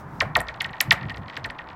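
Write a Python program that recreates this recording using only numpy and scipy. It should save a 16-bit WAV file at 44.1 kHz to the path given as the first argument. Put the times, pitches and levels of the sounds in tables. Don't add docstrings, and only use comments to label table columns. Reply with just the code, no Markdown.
import sys
import numpy as np
from scipy import signal
from scipy.fft import rfft, irfft
from scipy.io import wavfile

SR = 44100
rng = np.random.default_rng(int(sys.argv[2]) if len(sys.argv) > 2 else 0)


def store_pcm(level_fs):
    pcm = np.round(np.clip(level_fs, -1, 1) * 32767).astype(np.int16)
    wavfile.write(sys.argv[1], SR, np.atleast_2d(pcm).T)


N = 77175
SPAN, LEAD = 16384, 1024
HZ = np.maximum(np.arange(SPAN // 2 + 1) * SR / SPAN, 1e-3)
SOUND_M_PER_S, MIC_HEIGHT_M = 343, 1.43
ICE_NOTE_HZ = 1848


def from_db(db):
    return 10 ** (np.asarray(db) / 20)


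def colour(points, hz):
    at_hz, db = np.transpose(points)
    return from_db(np.interp(np.log(hz + 1e-9), np.log(at_hz), db))


def envelope(points):
    return from_db(np.interp(np.arange(N) / SR, *np.transpose(points)))


def noise(points):
    hz = np.arange(N // 2 + 1) * SR / N
    x = irfft(rfft(rng.standard_normal(N)) * colour(points, hz), N)
    return x / x.std()


def burst(decay_s):
    x = rng.standard_normal(SPAN) * np.exp(-np.arange(SPAN) / SR / decay_s)
    return rfft(x / np.sqrt(np.sum(x ** 2)))


def add(out, arrival_s, sound):
    start = int(arrival_s * SR) - LEAD
    part = sound[max(-start, 0):max(N - start, 0)]
    out[max(start, 0):max(start, 0) + len(part)] += part


def wind():
    # time_s, level_db
    gusts = [(0.0, -45.5), (0.102, -38), (0.418, -36.5), (0.466, -53), (0.72, -39.5), (0.744, -56),
             (0.856, -44.5), (0.882, -27), (0.964, -39.5), (1.056, -31.5), (1.126, -39.5), (1.204, -31.5),
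             (1.316, -54.5), (1.466, -38.5), (1.516, -53), (1.75, -47.5)]
    # frequency_hz, level_db
    rumble = [(12, -60), (25, -43), (40, -21), (60, -5), (100, 1), (150, 3), (210, -4.5), (300, -12),
              (600, -27.5), (2000, -67.5)]
    return envelope(gusts) * noise(rumble)


def town_hush(level_db=-43):
    # frequency_hz, level_db
    spectrum = [(30, -4), (100, -15.5), (250, 1.5), (420, -3.5), (700, 2.5), (950, 6), (1400, -1.5),
                (1900, -7.5), (2600, -21), (4500, -33.5), (7000, -64), (16000, -72)]
    return from_db(level_db) * noise(spectrum)


def hiss():
    # time_s, level_db
    levels = [(0, -56.5), (.05, -71), (.16, -63), (.26, -64.5), (.31, -73), (1.75, -77)]
    # frequency_hz, level_db
    spectrum = [(1500, 2), (3000, 1.5), (5500, 4), (8500, -1.5), (11000, -3.5), (16000, -1)]
    return envelope(levels) * noise(spectrum)


def chirp(ice_lag, edge_hz, uneven_share=.42):
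    # frequency_hz, level_db
    spectrum = [(60, -52), (200, -22.5), (400, -16.5), (800, -1.5), (1300, -1), (2200, 3.5), (3000, 0.5),
                (4300, -2), (7000, -5), (16000, -10.5)]
    paths = np.sqrt(1 - uneven_share ** 2) + uneven_share * burst(decay_s=.0014)
    return -1j * colour(spectrum, HZ) * paths * np.exp(-1j * ice_lag) / (1 + (HZ / edge_hz) ** 10)


def scattered_waves(ice_lag, edge_hz, tail):
    # frequency_hz, level_db
    spectrum = [(40, -53), (150, -21), (400, -9.5), (680, 3.5), (1000, -0.5), (1500, 0.5), (1900, 4.5),
                (2600, -9.5), (4000, -13.5), (7000, -23.5), (16000, -40)]
    return colour(spectrum, HZ) * tail * np.exp(-1j * ice_lag) / np.hypot(1, (HZ / edge_hz) ** 2)


def ice_note(ice_lag, along_s, up_s, width_hz=1340):
    end_lag = 2 * np.pi * (along_s * HZ + up_s * ICE_NOTE_HZ)
    in_step = np.sinc((end_lag - ice_lag) / (2 * np.pi)) * np.exp(-.5j * (ice_lag + end_lag))
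    near_note = np.exp(-.5 * ((HZ - ICE_NOTE_HZ) / width_hz) ** 2)
    return in_step * near_note


def click(air_lag, click_db, tail):
    # frequency_hz, level_db
    spectrum = [(300, -15), (2000, -10), (4500, -1), (6000, -1), (7800, 8.5), (9500, 0.5), (13000, 5),
                (16000, -7)]
    contact = burst(decay_s=.0004) + from_db(-15) * tail
    edge_hz = 24000 * 2 ** (click_db / 30)
    gain = from_db(click_db) * colour(spectrum, HZ) / (1 + (HZ / edge_hz) ** 4)
    return gain * contact * np.exp(-1j * air_lag)


def touch(distance_m, chirp_db, bass_db_per_octave, edge_hz, click_db, ring_db=0):
    along_s, up_s = distance_m / SOUND_M_PER_S, MIC_HEIGHT_M / SOUND_M_PER_S
    air_lag = 2 * np.pi * np.hypot(along_s, up_s) * HZ
    ice_lag = 2 * np.pi * (along_s * np.sqrt(ICE_NOTE_HZ * HZ) + up_s * HZ)
    direct = chirp(ice_lag, edge_hz)
    tail = burst(decay_s=.11 / np.log(1000))
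    scattered = scattered_waves(ice_lag, edge_hz, tail)
    note_gain = from_db(12.5 + ring_db) * distance_m / 8.3
    note = note_gain * ice_note(ice_lag, along_s, up_s)
    octaves_below = np.clip(np.log2(1 + (1560 / HZ) ** 2) / 2, 0, 1.66)
    ice_gain = from_db(chirp_db + bass_db_per_octave * octaves_below)
    at_mic = ice_gain * (direct + scattered + note) + click(air_lag, click_db, tail)
    front_s = along_s / 2 * np.sqrt(ICE_NOTE_HZ / 6000) + up_s
    return irfft(at_mic * np.exp(-2j * np.pi * HZ * (LEAD / SR - front_s)))


def pebbles():
    # arrival_s, distance_m, chirp_db, bass_db_per_octave, edge_hz, click_db, ring_db
    bounces = [ (.2040, 9.2, 14, 2.5, 5530, -17.5, -6.5), (.2085, 7.66, 1, 9, 5500, -27, 2),
               (0.3522, 9.7, 16, 3.5, 4540, -8.5, -2), (0.388, 9.8, -7, 4, 5540, -11.5, 3),
               (0.398, 10, -6, 6, 5500, -18.5, 12), (0.469, 9.2, -16, 14.5, 5500, -53, 5),
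               (.4838, 10.6, 4, -4.5, 5340, -37.5, 1.5), (0.541, 11.3, -11.5, 3, 5590, -38, -4),
               (0.603, 9.6, 6.5, -9.5, 4300, -15.5, 1), (0.606, 8.5, 12, -10, 4450, -18, 1.5),
               (0.6431, 11.2, 6.5, -5, 4630, -29.5, 1), (.6910, 10.4, -11, 4, 4240, -37.5, 2.5),
               (0.7303, 12, -4.5, -0.5, 4400, -44, 0.5), (0.803, 4, -1, -16, 5540, -10, 0),
               (0.8054, 5.07, 16.5, -9, 6480, 2, -2), (.9080, 8.2, 22, -6, 5280, -6, 4.5),
               (.9245, 4.58, 11.5, -2.5, 4960, -7.5, -0.5), (1.0102, 10.2, -11, 2.5, 4440, -55, 6),
               (1.0295, 9.6, -11.5, 5, 5000, -50, 7.5), (1.083, 12.4, -8.5, -10, 3934, -48, 5),
               (1.0962, 5.2, -3, -8.5, 5230, -30.5, 10), (1.1009, 12, -3, -1.5, 4200, -36, 6),
               (1.1418, 11.7, -6.5, -6, 4400, -31.5, 1), (1.171, 6.2, -8, -5, 5600, -34, -5),
               (1.2310, 9.8, -19.5, -3, 4330, -52, 7), (1.2813, 7.2, -5.5, -7, 4580, -48, -4),
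               (1.2983, 5.0, -3, -6, 4600, -42, -26), (1.325, 6.2, -13, 4, 4460, -46, 2),
               (1.342, 6.9, -15, -9, 4900, -49, 5), (1.355, 6.6, -10, -12, 5000, -43, 0),
               (1.3666, 5.4, 0.5, 1, 5000, -24.5, -3), (1.3698, 4.7, -4, -3.5, 5500, -37, 8),
               (1.4423, 10.1, 1, 1.5, 5300, -24, 8), (1.4464, 10.3, 0.5, -4, 5300, -30.5, -1),
               (1.4998, 5.5, -5, -1, 5200, -30, 5), (1.5866, 9.6, -5, 2, 4480, -58, 2),
               (1.6410, 7.0, -26.5, -3, 4750, -52, -6), (1.6877, 5.4, -13.5, -3, 5000, -54, -2),
               (1.7010, 9.3, -14, -6, 4800, -53, 5.5), (1.731, 5.7, -20, -7, 5000, -50, -0.5)]
    out = np.zeros(N)
    for arrival_s, *contact in bounces:
        add(out, arrival_s, touch(*contact))
    return out


def shore_return(ice, delay_s=.041, gain_db=-16):
    # frequency_hz, gain_db
    spectrum = [(200, -25), (700, 2), (1400, 4.5), (2000, -2), (2800, -12.5), (6000, -20.5)]
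    response = irfft(colour(spectrum, HZ) * burst(decay_s=.045) * np.exp(-2j * np.pi * HZ * delay_s))
    return from_db(gain_db) * signal.fftconvolve(ice, response)[:N]


def skitter(start_s=.45, hops_per_s=40):
    out = np.zeros(N)
    for slot_s in np.arange(start_s, N / SR, 1 / hops_per_s):
        chirp_db = rng.normal(-21, 4.5)
        distance_m = rng.uniform(6, 11)
        arrival_s = slot_s + rng.uniform(-.83, 1) / hops_per_s
        hop = touch(distance_m, chirp_db, bass_db_per_octave=0, edge_hz=4370, click_db=chirp_db - 28)
        add(out, arrival_s, hop)
    return out


def scene():
    ice = pebbles() + skitter()
    return (wind() + town_hush() + hiss() + ice + shore_return(ice))[None]


def record(dry, cutoff_hz=16300):
    return signal.sosfilt(signal.ellip(10, .2, 80, cutoff_hz, fs=SR, output="sos"), dry)


dry = scene()
out = record(dry)
store_pcm(out)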